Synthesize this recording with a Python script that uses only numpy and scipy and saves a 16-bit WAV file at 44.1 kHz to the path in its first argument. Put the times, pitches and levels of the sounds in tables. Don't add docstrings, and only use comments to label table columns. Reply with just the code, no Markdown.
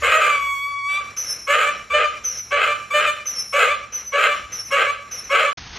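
import sys
import numpy as np
from scipy import signal
from scipy.fft import rfft, irfft, next_fast_len
from scipy.io import wavfile
from scipy.ndimage import uniform_filter1d

SR = 44100
rng = np.random.default_rng(int(sys.argv[2]) if len(sys.argv) > 2 else 0)


def convert_level_to_amplitude(level_db):
    exponent = np.asarray(level_db, float) / 20
    return 10 ** exponent


def unload_wav(signal):
    wavfile.write(
        sys.argv[1],
        SR,
        np.round(np.clip(np.atleast_2d(signal).T, -1, 1) * 32767).astype(np.int16),
    )


N = 255162
TIME = np.arange(N) / SR
SILENCE_S = 5.531

# start t/s, length t/s, effort level/dB, half fold rate f/Hz, harshness level/dB
HAWS = [
    (1.466, 0.27, -20.5, 588.4, -3),
    (1.897, 0.2, -18, 597.9, -7),
    (2.505, 0.26, -20.5, 590.4, -3.5),
    (2.9, 0.24, -19.5, 596.2, -7),
    (3.522, 0.24, -19.5, 589.1, -2),
    (4.118, .25, -20.5, 585.6, -3),
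    (4.703, .24, -20.5, 577.5, -4.5),
    (5.292, 0.24, -20, 577, -2),
]
# start t/s, upper note t/s, whole length t/s, upper level/dB, lower level/dB
HEES = [
    (1.163, 0.077, .19, -22, -26),
    (2.236, 0.082, 0.17, -20, -36),
    (3.252, .078, 0.18, -22, -26.5),
    (3.919, 0.089, 0.11, -24, -49),
    (4.516, .058, .11, -26, -29.5),
    (5.108, .052, 0.11, -25, -32),
]
# t/s, half fold rate f/Hz, effort level/dB,
# octave line over fold line level/dB, harshness level/dB
HOARSE_START = [
    (.02, 520.2, -29.5, -5, -5),
    (.045, 538.8, -24, 8, -1),
    (.19, 631.4, -25, -6.5, -3),
    (.24, 591.2, -18, -1, -8),
    (0.289, 588, -17, -7.5, -11),
    (.355, 575.7, -22.5, 6, -12),
]
HELD_NOTE = [
    (.39, 565.7, -25.5, -2.5, -24.5),
    (.57, 558.6, -28.5, 2.5, -36),
    (.7, 569.7, -30, 2, -28.5),
    (.83, 561.3, -31.5, -1.5, -46),
    (.87, 569.2, -26.5, 2, -36),
    (.954, 580.3, -31.5, 12.5, -15),
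    (.99, 593.4, -23.5, -4, -34),
    (1.01, 574, -33, -1, -9.5),
    (1.065, 581.3, -34, -18, -28),
]
# fold line level/dB, octave over fold level/dB, half over fold level/dB
HAW_STAGES = [
    (-24.5, 0, -27),
    (-5.5, 0, -26),
    (-5, 0, -22),
    (-4, 1.5, 1),
    (0.5, -1.5, 2.5),
    (0, -1, -4.5),
    (-2, -14, -10.5),
    (-8, 9.5, 5.5),
    (1, -3.5, -10),
    (-14, -8.5, -26),
]
STAGE_RASP_DB = [-26, -15, -12, -9, -6, -2, 0, -6, -15, -22]
RATE_SCOOP = [1, .9, .8, .6, .4, .1]
# multiple of the half rate [1], level/dB under the octave line if even, the half line if odd
OVERTONES = [(3, -1.5), (5, -4.5), (6, -14), (7, -18.5), (8, -23), (9, -36), (10, -28.5), (11, -20)]
# multiple [1], level/dB
SECOND_LINES = [(1, -7), (2, 0), (3, -4), (4, -10), (5, -18)]
# f/Hz, width f/Hz, level/dB
THROAT_MODES = [(496.6, 110, -1.5), (641, 597, -19.5), (1225, 140, 2.5), (1281, 220, -2), (1590, 160, -1),
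                (1719, 34, -19.5), (2082, 130, -2.5), (2352, 270, -9), (2564, 177, -4.5), (2878, 345, -8.5),
                (3170, 550, -15), (4037, 530, -22.5), (4720, 240, -32), (5240, 290, -30.5)]
# delay t/s, level/dB
NEAR_ECHOES = [(.024, -13.5), (0.028, -23), (.048, -28), (0.058, -24), (0.087, -19.5)]
# f/Hz, level/dB
YARD_COLOUR = [(400, -6), (1200, 1.5), (2400, -3), (4000, 5), (6000, 1)]
# delay t/s, level/dB
WALL_ECHOES = [(.118, -12), (.1235, 0), (.247, -26)]
# f/Hz, level/dB
WALL_COLOUR = [(400, -22), (600, -20), (1200, -18), (2400, -17), (4000, -15), (5400, -10), (6000, -7.5)]
# t/s, level/dB
LEAVES = [
    (5.572, -36),
    (5.58, -32.5),
    (5.6, -38.5),
    (5.72, -40),
    (5.765, -33),
    (5.786, -34),
]
# f/Hz, level/dB per Hz
LEAF_COLOUR = [(180, -10), (300, -13.5), (518, -12.5), (553, -20), (726, -8), (1140, -9), (2000, -8),
               (6700, -12), (8710, -38), (14700, -120)]
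# f/Hz, level/dB per Hz
BACKGROUND_COLOUR = [(53, -34), (90, -8), (337, -11.5), (565, -10), (949, -16), (1150, -8), (1870, -10.5),
                     (2270, -5), (3680, -24.5), (3950, -12), (4900, -31.5), (5550, -8), (6400, -23), (8320, -39),
                     (14100, -120)]
# t/s, level/dB
GUSTS = [(0, -37), (.48, -54), (1.1, -68), (1.6, -57), (1.99, -47.5), (2.301, -57), (2.62, -58),
         (3.06, -60), (3.7, -60.5), (4.45, -55), (5.3, -61)]
# f/Hz, level/dB
MOTOR_LINES = [(106, -59), (212, -63.5)]
# f/Hz, level/dB
TREBLE_COLOUR = [(6400, -52), (6500, -25), (7700, -26.5), (8400, -29.5), (8900, -35.5), (9500, -23.5),
                 (10100, -11.5), (11000, -14), (11900, -26.5), (12100, -46)]
# delay t/s, level/dB
WIDTH_TAPS = [(.0099, -2.5), (0.014, -13), (0.021, -2.5), (0.024, -31), (0.03, 10)]
# f/Hz, level/dB
WIDTH_COLOUR = [(60, -40), (250, -37), (500, -25), (900, -26), (1100, -13), (1300, -14), (1500, -28),
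                (3500, -31), (5000, -30), (6400, -29), (6700, -9), (8500, -8), (11000, -24)]
# f/Hz, level/dB against the whole moment
WEAK_BANDS = [(1500, -75), (3000, -49), (4000, -49), (6000, -65.5), (9000, -65), (13000, -58.5)]


def haws():
    gate, (half_hz, fold_db, octave_db, half_db, rasp_db) = breaths(out_breaths(), fade_s=0.0038)
    chaos = np.clip(convert_level_to_amplitude(rasp_db - fold_db + 3), 0, 1)
    jitter = 0.00078 * drift(20) + 0.0304 * chaos ** 2 * drift(62.4)
    phase = turning(half_hz * (1 + jitter))
    lines = convert_level_to_amplitude(fold_db) * np.sin(2 * phase)
    lines += convert_level_to_amplitude(octave_db) * np.sin(4 * phase + 1)
    lines += convert_level_to_amplitude(half_db) * np.sin(phase)
    for k, db in OVERTONES:
        parent_db = half_db if round(k) % 2 else octave_db
        lines += convert_level_to_amplitude(parent_db + db - k * chaos + 2.2 * drift(6.3)) * np.sin(round(k) * phase + k * k)
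    thirds = sum(convert_level_to_amplitude(3 * drift(20)) * np.sin(k * phase * 2 / 3 + k) for k in (2, 4, 5, 7, 8, 10))
    three_beat = convert_level_to_amplitude(-46) * swell(0.88, 1, 0.024) * thirds
    voiced = np.sqrt(2) * (convert_level_to_amplitude(-5 * chaos) * lines + three_beat)
    beats = np.diff(np.floor(phase / np.pi + 0.12 * drift(300)), prepend=0) > 0
    shares = (1 / 2, 2 / 3, 1 / 3, 1 / 5)
    patterns = sum(convert_level_to_amplitude(5 * drift(14)) * np.cos(phase * share + 1.2 * drift(25)) for share in shares)
    slaps = beats * (1.5 * rng.uniform(-1, 1, N) + 0.45 * patterns)
    rasp = convert_level_to_amplitude(rasp_db + 7.5) * throat(slaps + 0.058 * noise())
    return gate * (voiced + rasp)


def out_breaths():
    half_line_db = -4
    calls = [[(s, hz, db, db + bright, db + harsh + half_line_db, db + harsh)
              for s, hz, db, bright, harsh in HOARSE_START + HELD_NOTE]]
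    catch_s, release_s, repeat_dip_hz = 0.011, 0.04, 21.99
    harsh_lift_hz = 18
    fold, bright, half = np.transpose(HAW_STAGES)
    for start, length, db, hz, harsh in HAWS:
        full, slack_hz, since, until, uneven = habit(start)
        stages_s = [0, catch_s, uneven - 0.007, uneven, full, since * length, (since + until) / 2 * length,
                    until * length, length - release_s, length]
        s = start + np.maximum.accumulate(stages_s)
        rate = hz + np.r_[-slack_hz * np.array(RATE_SCOOP), harsh_lift_hz, -harsh_lift_hz / 2, 0, 0]
        if slack_hz < 0:
            rate[1:6] = hz - repeat_dip_hz * np.array([1, 0.4, 0.2, 0, 0])
        rasp = db + harsh + np.array(STAGE_RASP_DB)
        calls.append(np.transpose([s, rate, db + fold, db + fold + bright, db + fold + half, rasp]))
    return calls


def habit(start_s):
    if any(0 < start_s - hee[0] < 0.4 for hee in HEES):
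        return 0.04, 40, 0.3, 0.7, 0.02
    return 0.055, -25, 0.45, 0.75, 0.042


def second_beat():
    spells = [(0.013, 0.22, -20)]
    for start, length, db, _, _ in HAWS:
        _, _, since, until, _ = habit(start)
        spells.append((start + since * length - 0.02, start + until * length, db - 8))
    gain = sum(convert_level_to_amplitude(db) * swell(a, b, 0.028) for a, b, db in spells) * convert_level_to_amplitude(3.3 * drift(18))
    octave_hz = 1281
    phase = turning(octave_hz * (1 + 0.025 * drift(9) + 0.0109 * drift(52))) / 2
    return gain * sum(convert_level_to_amplitude(db + 2.74 * drift(26)) * np.sin(round(k) * phase + k * k) for k, db in SECOND_LINES)


def throat(x):
    modes = 0
    for k, (hz, width_hz, db) in enumerate(THROAT_MODES):
        modes = modes + (-1) ** k * convert_level_to_amplitude(db) * twice_resonant(x, hz, width_hz)
    return rms_one(colour(modes, [(300, -10.5), (390, 0.5), (760, 1), (950, 0), (1090, 0.5)]))


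def hees():
    gate, (hz, whistle_db, hiss_db, air_db) = in_breaths()
    phase = turning(hz * (1 + 0.00389 * drift(121)))
    whistle = np.sqrt(2) * convert_level_to_amplitude(np.minimum(whistle_db, -17) + 1.5 * drift(70)) * np.sin(phase)
    hiss = convert_level_to_amplitude(np.minimum(hiss_db, -33)) * rms_one(twice_resonant(noise(), 5750, 900))
    hiss_from_hz = 5130
    hiss = colour(hiss, [(hiss_from_hz * 0.91, -22), (hiss_from_hz, 0), (6450, 0.5), (6700, -15)])
    edge = colour(resonance(noise(), 1950, 1500), [(4200, 0.5), (4700, -18)])
    edge = convert_level_to_amplitude(air_db - 1.5) * rms_one(edge)
    return gate * (whistle + hiss + edge + convert_level_to_amplitude(air_db + 2) * throat(noise()))


def in_breaths():
    upper_hz, lower_hz, chirp_hz, sag_hz = 6076, 5377, 250.3, 270
    chirp_s, drop_s, bite_s, let_go_s = 0.007, 0.018, 0.02, 0.021
    fade_db_per_s, break_db_per_s = -150, -89
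    gasp_db = 7
    gate = np.zeros(N)
    hz, whistle_db, air_db = np.full(N, float(lower_hz)), np.full(N, -90.0), np.full(N, -46.5)
    for start, upper, length, upper_db, lower_db in HEES:
        on = (TIME > start) & (TIME < start + length)
        age = TIME[on] - start
        held = upper_hz + chirp_hz * np.exp(-age / chirp_s) - sag_hz * np.minimum(age / upper, 1) ** 2
        hz[on] = lower_hz + (held - lower_hz) * np.exp(-np.maximum(age - upper, 0) / drop_s)
        faded = upper_db + fade_db_per_s * upper
        broken = faded + break_db_per_s * upper
        rest = length - upper
        points_s = [0, bite_s, upper / 2, upper, upper + 0.2 * rest, upper + 0.44 * rest,
                    length - let_go_s, length]
        points_db = [upper_db - 17, upper_db, upper_db - 1.5, faded, broken, lower_db,
                     lower_db + 2, lower_db - 16]
        whistle_db[on] = np.interp(age, points_s, points_db)
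        air_db[on] += gasp_db * np.exp(-age / bite_s)
        gate += swell(start, start + length, 0.0076)
    return gate, (hz, whistle_db, -37.5 + 3 * drift(12), air_db)


def yard(x):
    t60_s, tail_db = 0.62, -13
    t = np.arange(SR * 3 // 4) / SR
    tail = rng.standard_normal(len(t)) * convert_level_to_amplitude(-60 * t / t60_s) * np.clip(t / 0.01, 0, 1)
    tail /= np.sqrt(np.sum(tail ** 2))
    scattered = delayed(x, NEAR_ECHOES) + convert_level_to_amplitude(tail_db) * signal.fftconvolve(x, tail)[:N]
    return colour(scattered, YARD_COLOUR) + colour(delayed(x, WALL_ECHOES), WALL_COLOUR)


def leaves():
    start_s = LEAVES[0][0]
    high_db, = in_time(LEAVES)
    rumble = rms_one(colour(noise(), [(20, -10), (40, 4), (120, -1.5), (300, -13), (500, -34)]))
    crackle = rms_one(colour(noise() * convert_level_to_amplitude(1.33 * drift(130)), LEAF_COLOUR))
    rustle = convert_level_to_amplitude(-46) * swell(start_s, 9, 0.023) * rumble + convert_level_to_amplitude(high_db) * crackle
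    return np.clip((TIME - start_s) / 0.0035, 0, 1) * cut_above(rustle, 6610)


def background():
    hum = 0
    for hz, db in MOTOR_LINES:
        cycles = hz * TIME + 0.28 * drift(1.97)
        hum = hum + convert_level_to_amplitude(db + 2 * drift(2.1)) * np.sin(2 * np.pi * cycles)
    rumble = colour(noise(), [(20, -20), (35, -21), (55, -2.5), (75, -3.5), (100, -25), (150, -29)])
    calm_db, gust_s = -54.5, 0.096
    wind = convert_level_to_amplitude(calm_db) + sum(convert_level_to_amplitude(db) * np.exp(-((TIME - s) / gust_s) ** 2) for s, db in GUSTS)
    air = convert_level_to_amplitude(-46.5 + 3.6 * drift(4.2)) * rms_one(colour(noise(), BACKGROUND_COLOUR))
    return air + wind * convert_level_to_amplitude(0.5) * rms_one(rumble) + np.sqrt(2) * hum


def noise():
    return rng.standard_normal(N)


def drift(rate_hz):
    r = np.exp(-2 * np.pi * rate_hz / SR)
    return rms_one(signal.lfilter([1], [1, -2 * r, r * r], rng.standard_normal(N + SR))[SR:])


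def turning(hz):
    return 2 * np.pi * np.cumsum(hz) / SR


def rms_one(x):
    return x / np.sqrt(np.mean(x ** 2) + 1e-20)


def in_time(rows):
    s, *columns = np.transpose(rows)
    return [np.interp(TIME, s, c) for c in columns]


def breaths(calls, fade_s):
    gate = sum(swell(c[0][0], c[-1][0], fade_s) for c in calls)
    return gate, in_time([row for c in calls for row in c])


def swell(start_s, end_s, fade_s):
    return np.clip(np.minimum(TIME - start_s, end_s - TIME) / fade_s, 0, 1)


def colour(x, points):
    size = next_fast_len(N + SR // 4)
    hz, db = np.transpose(points)
    bins_hz = np.arange(size // 2 + 1) * SR / size
    gain = convert_level_to_amplitude(np.interp(np.log(bins_hz + 1), np.log(hz), db))
    return irfft(rfft(x, size) * gain, size)[:N]


def cut_above(x, hz):
    return colour(x, [(hz, 0), (hz * 1.02, -90)])


def resonance(x, hz, width_hz):
    r = np.exp(-np.pi * width_hz / SR)
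    poles = [1, -2 * r * np.cos(2 * np.pi * hz / SR), r * r]
    return signal.lfilter(np.array([1, 0, -1]) * (1 - r * r) / 2, poles, x)


def twice_resonant(x, hz, width_hz):
    return resonance(resonance(x, hz, width_hz), hz, width_hz)


def delayed(x, taps):
    return sum(convert_level_to_amplitude(db) * np.r_[np.zeros(round(s * SR)), x][:N] for s, db in taps)


def scene():
    voice = haws() + second_beat() + hees()
    before = np.clip((SILENCE_S - TIME) * 500, 0, 1)
    return np.tile(before * (voice + yard(voice) + background()) + leaves(), (2, 1))


def rebuilt_treble(low):
    shift_hz = SR / 8
    lifted = (signal.hilbert(low, next_fast_len(N))[:N] * np.exp(2j * np.pi * shift_hz * TIME)).real
    treble = colour(lifted * (1 + 0.28 * drift(600)), TREBLE_COLOUR) * convert_level_to_amplitude(2.56 * drift(5.9))
    level = np.sqrt(uniform_filter1d(treble ** 2, size=800))
    fizz = level * twice_resonant(noise(), 11870, 1800)
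    tone = convert_level_to_amplitude(-51.5) * swell(0.381, 0.71, 0.05) * np.sin(2 * np.pi * 13007 * TIME)
    return treble + convert_level_to_amplitude(0.5) * cut_above(fizz, 13000) + tone


def drop_weak_bands(x):
    hz, _, spec = signal.stft(x, SR, "cosine", 2048)
    power = np.abs(spec[:1024]) ** 2
    bands = uniform_filter1d(power.reshape(128, 8, -1).mean(axis=1), size=3, axis=1)
    band_hz = hz[4:1024:8]
    under_db = np.interp(band_hz, *np.transpose(WEAK_BANDS))[:, None]
    floor_db = -103
    limit = convert_level_to_amplitude(2 * under_db) * power.sum(axis=0) + convert_level_to_amplitude(2 * floor_db) * (band_hz[:, None] > 1500)
    keep = 1 / (1 + (limit / (bands + 1e-20)) ** 6)
    spec[:1024] *= np.repeat(keep, 8, axis=0)
    return signal.istft(spec, SR, "cosine", 2048)[1][:N]


def roll_off(x):
    return signal.sosfilt(signal.butter(12, 14330, fs=SR, output="sos"), x)


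def record(dry):
    before = TIME < SILENCE_S
    low = colour(dry[0] * before, [(6400, -0.5), (6500, -2), (7300, 7.5), (8000, -37)])
    farm = drop_weak_bands(low + rebuilt_treble(low)) * before
    mid = farm + dry[0] * ~before
    side = convert_level_to_amplitude(-3.5) * colour(delayed(farm, WIDTH_TAPS), WIDTH_COLOUR) * before
    return roll_off(np.array([mid + side, mid - side]))


dry = scene()
out = record(dry)
unload_wav(out)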